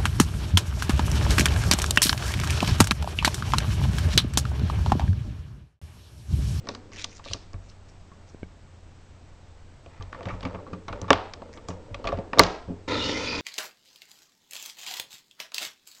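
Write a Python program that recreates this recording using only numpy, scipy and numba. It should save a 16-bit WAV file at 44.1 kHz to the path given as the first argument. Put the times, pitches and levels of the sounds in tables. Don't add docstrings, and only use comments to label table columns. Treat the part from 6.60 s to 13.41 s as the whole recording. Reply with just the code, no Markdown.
import sys
import numpy as np
from scipy import signal
from scipy.fft import rfft, irfft, next_fast_len
from scipy.io import wavfile
from scipy.ndimage import uniform_filter1d
from numba import njit

SR = 44100
rng = np.random.default_rng(int(sys.argv[2]) if len(sys.argv) > 2 else 0)


def to_wav(s):
    ch = np.atleast_2d(s).T
    pcm = np.round(np.clip(ch, -1, 1) * 32767)
    wavfile.write(sys.argv[1], SR, pcm.astype(np.int16))


N = 300321

# frequency in Hz, relative density in dB.
AIR_SPECTRUM = [(20, -1), (97, -7), (180, -14), (380, -20), (722, -22.5), (2050, -31.5), (7410, -39.5),
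                (8030, -39), (9430, -61.5), (12000, -64), (15600, -91.5), (22000, -120)]
# frequency in Hz, RMS level in dB.
WHINE_TONES = [(8000, -82.5)]
AIR_DB, HUM_HZ, HUM_DB = -49.5, 88, -53
# centre in Hz, 60 dB decay time in seconds, level in dB.
ROOM_BANDS = [(257, 0.53, -1), (756, 0.55, -16), (2080, 0.43, -13), (5130, 0.12, -17)]

# frequency in Hz, relative level in dB, 60 dB decay time in seconds.
DESK_MODES = [(45.4, 5, 0.49), (71, -3.5, 0.043), (91.35, 3, 0.29), (108.3, -3, 0.27), (178.9, 5.5, 0.25)]
# start in seconds, peak in dB, pitch in Hz.
DESK_THUMPS = [(0.703, -31, 81), (0.944, -28.5, 70), (1.826, -39, 105), (3.398, -29.5, 73),
               (3.658, -25, 104.5), (3.728, -27.5, 91), (3.845, -26.5, 106), (3.938, -30, 112),
               (4.122, -29, 144), (4.303, -30.5, 77), (4.421, -26, 119), (4.504, -24, 89.5),
               (5.091, -28.5, 126), (5.313, -30.5, 74.5), (5.448, -30, 67.8), (5.536, -27, 92.5),
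               (5.791, -21, 87.8), (5.8, -23, 177), (6.078, -26.5, 131.5)]
# frequency in Hz, relative level in dB, 60 dB decay time in seconds.
MAT_MODES = [(1590, 1.5, 0.04), (2270, 4, 0.029), (2900, -5, 0.028)]
# start in seconds, push peak in dB, nail tick peak in dB.
FINGER_TAPS = [(1.7462, -27.5, -52), (1.8309, -21, -35)]
PAD_HZ, PAD_T60_S = 238, 0.0079

# start in seconds, length in seconds, hiss level in dB (2 dB above what the
# # stroke reaches at its end), hiss centre in Hz at the start, hiss centre in Hz at the end.
CARD_STROKES = [(0.068, 0.081, -49.5, 3800, 4300), (0.32, 0.041, -40, 2100, 2100),
                (0.372, 0.051, -35.5, 3200, 3800), (0.485, 0.082, -46.5, 5500, 7100),
                (0.632, 0.018, -44, 2300, 3700), (0.658, 0.076, -40.5, 2800, 5000),
                (0.749, 0.078, -55, 4500, 5200), (1.015, 0.087, -54, 6000, 8100),
                (1.276, 0.037, -55.5, 6000, 9000), (1.388, 0.01, -60, 6900, 5100),
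                (1.67, 0.022, -55, 7000, 5800), (3.64, 0.1, -57, 2400, 960),
                (3.795, 0.046, -50, 2400, 1500), (4.921, 0.028, -46.5, 5500, 17000),
                (5.077, 0.0076, -37.5, 6000, 17000)]
STROKE_ATTACK_S, STROKE_SWELL_DB, STROKE_FADE_DB_PER_S = 0.015, 2, 446

# frequency in Hz, relative level in dB,
# 60 dB decay time in seconds.
BODY_MODES = [(274, 14.5, 0.086), (325, 3, 0.13), (412.3, 6, 0.094), (566.3, 10, 0.044), (663, 6.5, 0.059),
              (781.6, 3.5, 0.035), (960, 4.5, 0.04), (1150, 11, 0.039), (1223, 13, 0.013),
              (1493, 10, 0.017), (1822, 9.5, 0.017), (2213, 3, 0.029), (2316, 7, 0.035), (2570, 6, .018)]
# time in seconds, body level in dB,
# body centre in Hz.
RAIL_SHUFFLE = [
    [(0, -51.5, 329), (.2, -50, 325), (.27, -59, 336), (.5, -57.5, 341)],
    [(3.2, -86, 896), (3.34, -61.5, 1170), (3.48, -59.5, 682), (3.6, -53, 593), (3.72, -47, 676),
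     (3.9, -51.5, 595), (4.05, -51, 495), (4.17, -49, 400), (4.25, -60.5, 400), (4.33, -44.5, 507),
     (4.48, -48, 618)],
    [(4.7, -57.5, 510), (5.4, -50.5, 526), (5.62, -63.5, 478), (5.77, -40, 497)],
]
# start in seconds, body peak in dB, body centre in Hz, crack peak in dB,
# chatter in ms, focus on the centre in dB per octave squared.
TRIMMER_TAPS = [(0.5949, -37.5, 900, -43.5, 2.2, 12), (0.659, -34, 607, -48, 1.8, 6.5),
                (0.7111, -34, 630, -47, 0.59, 9), (0.941, -38, 634, -44, 0.4, 1),
                (1.5158, -43.5, 1230, -70, 3.4, 40), (3.261, -36.5, 625, -42, 1.5, 17),
                (3.408, -36.5, 700, -43, 3, 6), (3.5277, -24.5, 1550, -35.5, 0.46, 55),
                (3.5457, -29, 990, -47, 1.9, 8), (3.6074, -29.5, 630, -40, 0.88, 9),
                (3.629, -36, 684, -38, 3.6, 15), (3.655, -30, 790, -32.5, 2, 2.5),
                (3.668, -28, 643, -42, 7, 11), (3.6846, -29, 2140, -37, 5, 22),
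                (3.7, -29, 1230, -45, 5.2, 17), (3.7377, -34, 684, -53, 1.3, 1.5),
                (3.8289, -29.5, 480, -32.5, 4.5, 4), (3.8508, -23.5, 954, -29, 4.2, 0.5),
                (3.946, -27.5, 684, -43, 4.1, 3.5), (3.988, -35.5, 1160, -60, 1.7, 43),
                (4.0654, -35, 1160, -64, 3.6, 58), (4.1315, -27, 1040, -39, 3.7, 18),
                (4.2809, -23.5, 1120, -30.5, 4.5, 10), (4.327, -27, 1190, -32, 2.9, 16),
                (4.442, -34, 1130, -48, 1.5, 25), (4.48, -27.5, 1060, -40, 11, 8),
                (4.5044, -1, 870, -4, 0.9, 4), (4.5301, -11.5, 940, -6, 0.61, 11),
                (4.819, -29.5, 710, -41.5, 1.3, 24), (4.9725, -39, 710, -42, 4.7, 5.5),
                (5.103, -34, 870, -39, 6.5, 12), (5.3439, -31, 925, -24.5, 2.7, 5),
                (5.4419, -27, 900, -32, 2.2, 12), (5.451, -23.5, 620, -33.5, 5.7, 15),
                (5.4711, -24, 920, -19, 5.5, 3.5), (5.4878, -21.5, 710, -26, 3.6, 7.5),
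                (5.52, -25, 1110, -41.5, 3.1, 1.5), (5.5264, -16, 547, -36, 1.4, 42),
                (5.572, -29, 422, -38, 2.6, 22), (5.5868, -21.5, 520, -40.5, 2.9, 15),
                (5.7322, -17, 1018, -24.5, 1.3, 8.5), (5.774, -16, 547, -38, 3.8, 6.5),
                (6.08, -28.5, 400, -72.5, 12, 15), (6.102, -27.5, 300, -68, 12, 9)]
TAP_CRACK_HZ, CRACK_BRIGHTENS = 2400, 0.0055
# start in seconds, body peak in dB,
# body centre in Hz, crack peak in dB, crack centre in Hz.
HARD_SNAPS = [(0.0704, -31, 1080, -34, 3920), (0.088, -23, 920, -16.5, 4340),
              (0.149, -33, 1310, -26.5, 5130), (0.318, -43, 990, -41.5, 4000),
              (0.369, -43.5, 970, -36, 5500), (0.4413, -42, 1500, -27, 3500),
              (0.443, -31.5, 1140, -12, 5440), (0.7338, -42, 890, -12, 5400), (0.7435, -34, 640, -36, 4300),
              (0.932, -42, 610, -37, 5700), (3.424, -46, 665, -35, 3470), (3.807, -38, 600, -33.5, 3430),
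              (4.4151, -30.5, 557, -23, 7200), (4.7359, -33, 1350, -24.5, 4300),
              (5.0852, -27.5, 637, -20, 6700), (5.785, -15.5, 1100, -12.5, 3480),
              (5.7933, 1.5, 734, 10, 4760), (5.7966, -13.5, 1677, 1.5, 1870),
              (5.8347, -23, 740, -9.5, 3700)]
SNAP_CHATTER_MS, SNAP_FOCUS_DB = 1.4, 6.0

# frequency in Hz when loudest, width in Hz, relative level in dB,
# time in seconds into the cut when loudest, seconds it stays loud, glide in Hz per second.
RAIL_MODES = [(1290, 59, -9, 0.1, 0.089, 600), (2054, 80, -6, 0.292, 0.028, 201),
              (2490, 91, -7.5, 0.44, 0.14, 3), (2915, 87, -1, 0.192, 0.074, 901),
              (3650, 150, -4, 0.12, 0.12, -500), (4380, 440, -8, 0.11, 0.43, 1198),
              (5570, 880, -8.5, 0.24, .15, 3003), (4860, 440, -6, 0.45, 0.088, 2006),
              (6630, 300, -15.5, .2, .12, 1001)]
CUT_START_S, CUT_ATTACK_S, CUT_ARCH_S = 6.274, 0.0071, 0.61
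RASP_DB, RASP_ARCH_DB = -34.5, 2
DRUM_DB, DRUM_SAG_DB_PER_S = -32, 8.5
NEAR_DB = 15
DIP_HZ, DIP_HZ_PER_S = 5650, 4500

TOP_HZ = 17500


def undb(db):
    return 10 ** (np.asarray(db) / 20)


def unit(x):
    return x / np.sqrt(np.mean(x ** 2))


def peak(x, db):
    return undb(db) * x / np.abs(x).max()


def add(out, start_s, sound):
    i = int(start_s * SR)
    out[i:i + len(sound)] += sound[:N - i]


@njit
def svf(x, hz, width):
    y, b, l = np.empty(len(x)), 0., 0.
    for i in range(len(x)):
        g, k = np.tan(np.pi * hz[i] / SR), width / hz[i]
        v = (b + g * (x[i] - l)) / (1 + g * (g + k))
        b, l, y[i] = 2 * v - b, l + 2 * g * v, k * v
    return y


def band(x, hz, width):
    return svf(x + 1e-18, np.clip(hz, 20, SR / 2.3) + np.zeros(len(x)), 1. * width)


def lowpass(x, order, hz):
    return signal.sosfilt(signal.butter(order, hz, fs=SR, output="sos"), x)


def read(tables, quiet):
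    t, out = np.arange(N) / SR, np.outer(quiet, np.ones(N))
    for table in tables:
        s, *columns = np.transpose(table)
        inside = (t >= s[0]) & (t <= s[-1])
        out[:, inside] = [np.interp(t[inside], s, c) for c in columns]
    return out


def walk(rate):
    k = int(SR / rate)
    steps = np.repeat(rng.standard_normal(N // k + 1), k)
    return 1.2 * uniform_filter1d(steps, k)[:N]


def grains(rate, scatter_db):
    hit = rng.random(N) < rate / SR
    sign, size = rng.standard_normal(N), rng.exponential(size=N)
    return unit(hit * sign * undb(scatter_db * size))


def ring(modes, centre_hz, t, lag, focus_db):
    hz, db, t60 = (c[:, None] for c in np.transpose(modes))
    luck = rng.standard_normal((2, len(modes), 1))
    weight = undb(db + 2 * luck[0] - focus_db * np.log2(hz / centre_hz) ** 2)
    late = np.maximum(t - lag * centre_hz / hz, 0)
    hz = hz * (1 + .012 * luck[1])
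    return np.sum(weight * np.sin(2 * np.pi * hz * late) * undb(-60 * late / t60), axis=0)


def even(sound, hz):
    impulse = np.eye(1, len(sound))[0]
    click = band(band(impulse, hz, 1.95 * hz), hz, 1.32 * hz)
    return click * np.sqrt(np.sum(sound ** 2) / np.sum(click ** 2))


def air():
    f, db = np.transpose(AIR_SPECTRUM)
    size = next_fast_len(N)
    bins_hz = np.arange(size // 2 + 1) * SR / size
    shape = undb(np.interp(np.log(bins_hz + 1), np.log(f), db))
    hiss = unit(irfft(rfft(rng.standard_normal(size)) * shape, size)[:N])
    t = np.arange(N) / SR
    whine = sum(undb(d) * np.sqrt(2) * np.sin(2 * np.pi * hz * t) for hz, d in WHINE_TONES)
    hum_level = undb(HUM_DB + 0.85 * walk(6.2)) * np.sqrt(2)
    hum = hum_level * np.sin(2 * np.pi * np.cumsum(HUM_HZ + 2.5 * walk(2.3)) / SR)
    return undb(AIR_DB) * hiss + whine + hum


def room(x):
    t = np.arange(22050) / SR
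    tail = 0
    for hz, t60, db in ROOM_BANDS:
        part = band(rng.standard_normal(len(t)) ** 3, hz, 1.3 * hz)
        part = part * undb(-60 * t / t60) * np.minimum(t / 0.0027, 1)
        tail = tail + undb(db) * part * np.sqrt(2 * hz / SR / np.sum(part ** 2))
    return signal.fftconvolve(x, tail)[:N]


def microphone(x):
    trace = undb(-47.0) * band(x, 11500., 6000.)
    x = lowpass(x, 4, 6200.)
    x = x - 1.4 * band(x, 8000.0, 1000.0)
    return lowpass(x, 14, 9500.) + trace


def thumps():
    out, t = np.zeros(N), np.arange(16000) / SR
    for s, db, hz in DESK_THUMPS:
        swing = (1 - np.exp(-t / 0.0042)) * ring(DESK_MODES, hz, t, 0.00022, 11.2)
        add(out, s, peak(swing, db))
    return out


def finger():
    out, t = np.zeros(N), np.arange(3000) / SR
    for s, db, tick_db in FINGER_TAPS:
        push = -np.sin(2 * np.pi * PAD_HZ * t) * np.minimum(t / 0.001, 1) * undb(-60 * t / PAD_T60_S)
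        tick = ring(MAT_MODES, 2000., t, 0, 0)
        add(out, s, peak(push, db) + peak(tick, tick_db))
    return out


def patchy(fibres, hz, width):
    level = undb(4.3 * walk(45))
    return level * unit(band(fibres, hz * (1 + 0.19 * walk(16)), width))


def rubbing():
    t, power, hz = np.arange(N) / SR, np.zeros(N), np.full(N, 4000.)
    for s, length, db, from_hz, to_hz in CARD_STROKES:
        along = np.clip((t - s) / length, 0, 1)
        attack = np.clip((t - s) / STROKE_ATTACK_S, 0, 1)
        fade_db = STROKE_FADE_DB_PER_S * np.maximum(t - s - length, 0)
        level = attack * undb(db - STROKE_SWELL_DB * (2.0 - along) - fade_db)
        power = power + level ** 2
        hz = np.where(t >= s, from_hz + (to_hz - from_hz) * along, hz)
    fibres = grains(2500, 2.5) * undb(1.5 * walk(55))
    sheet = 0.72 * patchy(fibres, 2440.0, 500.)
    sheet = sheet + 0.88 * patchy(fibres, 5740.0, 2200.0)
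    sheet = sheet + 0.9 * patchy(fibres, 6300.0, 2000.0)
    return np.sqrt(power) * unit(unit(band(fibres, hz, 770.0)) + sheet)


def body(force, centre_hz, focus_db):
    out = 0
    for k, (hz, db, t60) in enumerate(BODY_MODES):
        weight = (-1) ** k * undb(db - focus_db * np.log2(hz / centre_hz) ** 2)
        out = out + weight * band(force, hz, 6.1 / t60 + 30)
    return unit(out)


def shuffle():
    db, hz = read(RAIL_SHUFFLE, [-120, 500])
    fits_db = 3.3 * walk(26)
    return undb(db + fits_db) * body(grains(700, 1.5), hz, 9.)


def taps():
    out, spread, t = np.zeros(N), np.zeros(N), np.arange(6000) / SR
    blows = []
    for s, body_db, body_hz, crack_db, chatter_ms, focus_db in TRIMMER_TAPS:
        crack_hz = TAP_CRACK_HZ * undb(CRACK_BRIGHTENS * max(crack_db + 35, 0))
        blows.append((s, body_db, body_hz, crack_db, crack_hz, chatter_ms, focus_db))
    blows += [(*row, SNAP_CHATTER_MS, SNAP_FOCUS_DB) for row in HARD_SNAPS]
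    for s, body_db, body_hz, crack_db, crack_hz, chatter_ms, focus_db in blows:
        chatter = max(chatter_ms, .3) / 1000
        grit = rng.standard_normal((2, len(t)))
        rebounds = grit[0, :1500] ** 3 * np.exp(-t[:1500] / (3.7 * chatter)) / 8
        force = 0.061 * np.sqrt(chatter_ms) * rebounds
        force[0] = 1
        knock = signal.fftconvolve(ring(BODY_MODES, body_hz, t, 0.001142, focus_db), force)[:len(t)]
        knock = signal.sosfilt(signal.butter(2, 110., "high", fs=SR, output="sos"), knock)
        burst = grit[1] * (1 - np.exp(-t / (0.092 * chatter))) * np.exp(-t / (1.21 * chatter))
        crack = band(burst, crack_hz, 0.48 * crack_hz)
        crack = lowpass(crack, 3, min(5.6 * crack_hz, SR / 3))
        crack = crack + 0.44 * np.roll(crack, int(rng.uniform(15, 60)))
        knock, crack = peak(knock, body_db), peak(crack, crack_db)
        add(out, s, knock + crack)
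        add(spread, s, even(knock, body_hz) + even(crack, crack_hz))
    return out, spread


def rail_rasp(t):
    slips = grains(7000, 1.) * undb(1.3 * walk(90))
    rail = 0
    for k, (hz, width, db, near_s, stay_s, glide) in enumerate(RAIL_MODES):
        near_db = NEAR_DB * np.exp(-((t - near_s) / stay_s) ** 2)
        drift = 1 + .012 * walk(12)
        flicker_db = 2.2 * walk(40)
        tone = unit(band(slips, (hz + glide * (t - near_s)) * drift, width))
        rail = rail + (-1) ** k * undb(db + near_db + flicker_db) * tone
    rasp = rail / np.std(rail[t > 0]) + .5 * unit(band(slips, 3800., 4500.))
    rasp = rasp - 0.39 * band(rasp, DIP_HZ + DIP_HZ_PER_S * t, 550.0)
    return rasp / np.std(rasp[t > 0])


def cut():
    t = np.maximum(np.arange(N) / SR - CUT_START_S, 0)
    grip = np.minimum(t / CUT_ATTACK_S, 1) ** 2
    rasp_db = RASP_DB + RASP_ARCH_DB * np.sin(np.pi * t / CUT_ARCH_S)
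    drum_db = DRUM_DB - DRUM_SAG_DB_PER_S * t
    rasp = rail_rasp(t)
    blows = grains(4000, 2.) * undb(2 * walk(30))
    desk = 0
    for hz, db, _ in DESK_MODES:
        desk = desk + undb(db - 8.7 * np.log2(hz / 115) ** 2) * band(blows, hz, 28.0)
    drum = body(blows, 570.0, 3.4) + 0.48 * unit(desk)
    return grip * (undb(rasp_db) * rasp + undb(drum_db) * drum)


def scene():
    hits, spread = taps()
    drags = rubbing() + shuffle() + cut()
    near = hits + drags + thumps() + finger() + room(spread + 1.57 * drags)
    return (microphone(near) + air())[None]


def record(dry):
    return lowpass(np.clip(dry, -.99, .99), 8, TOP_HZ)


dry = scene()
out = record(dry)
to_wav(out)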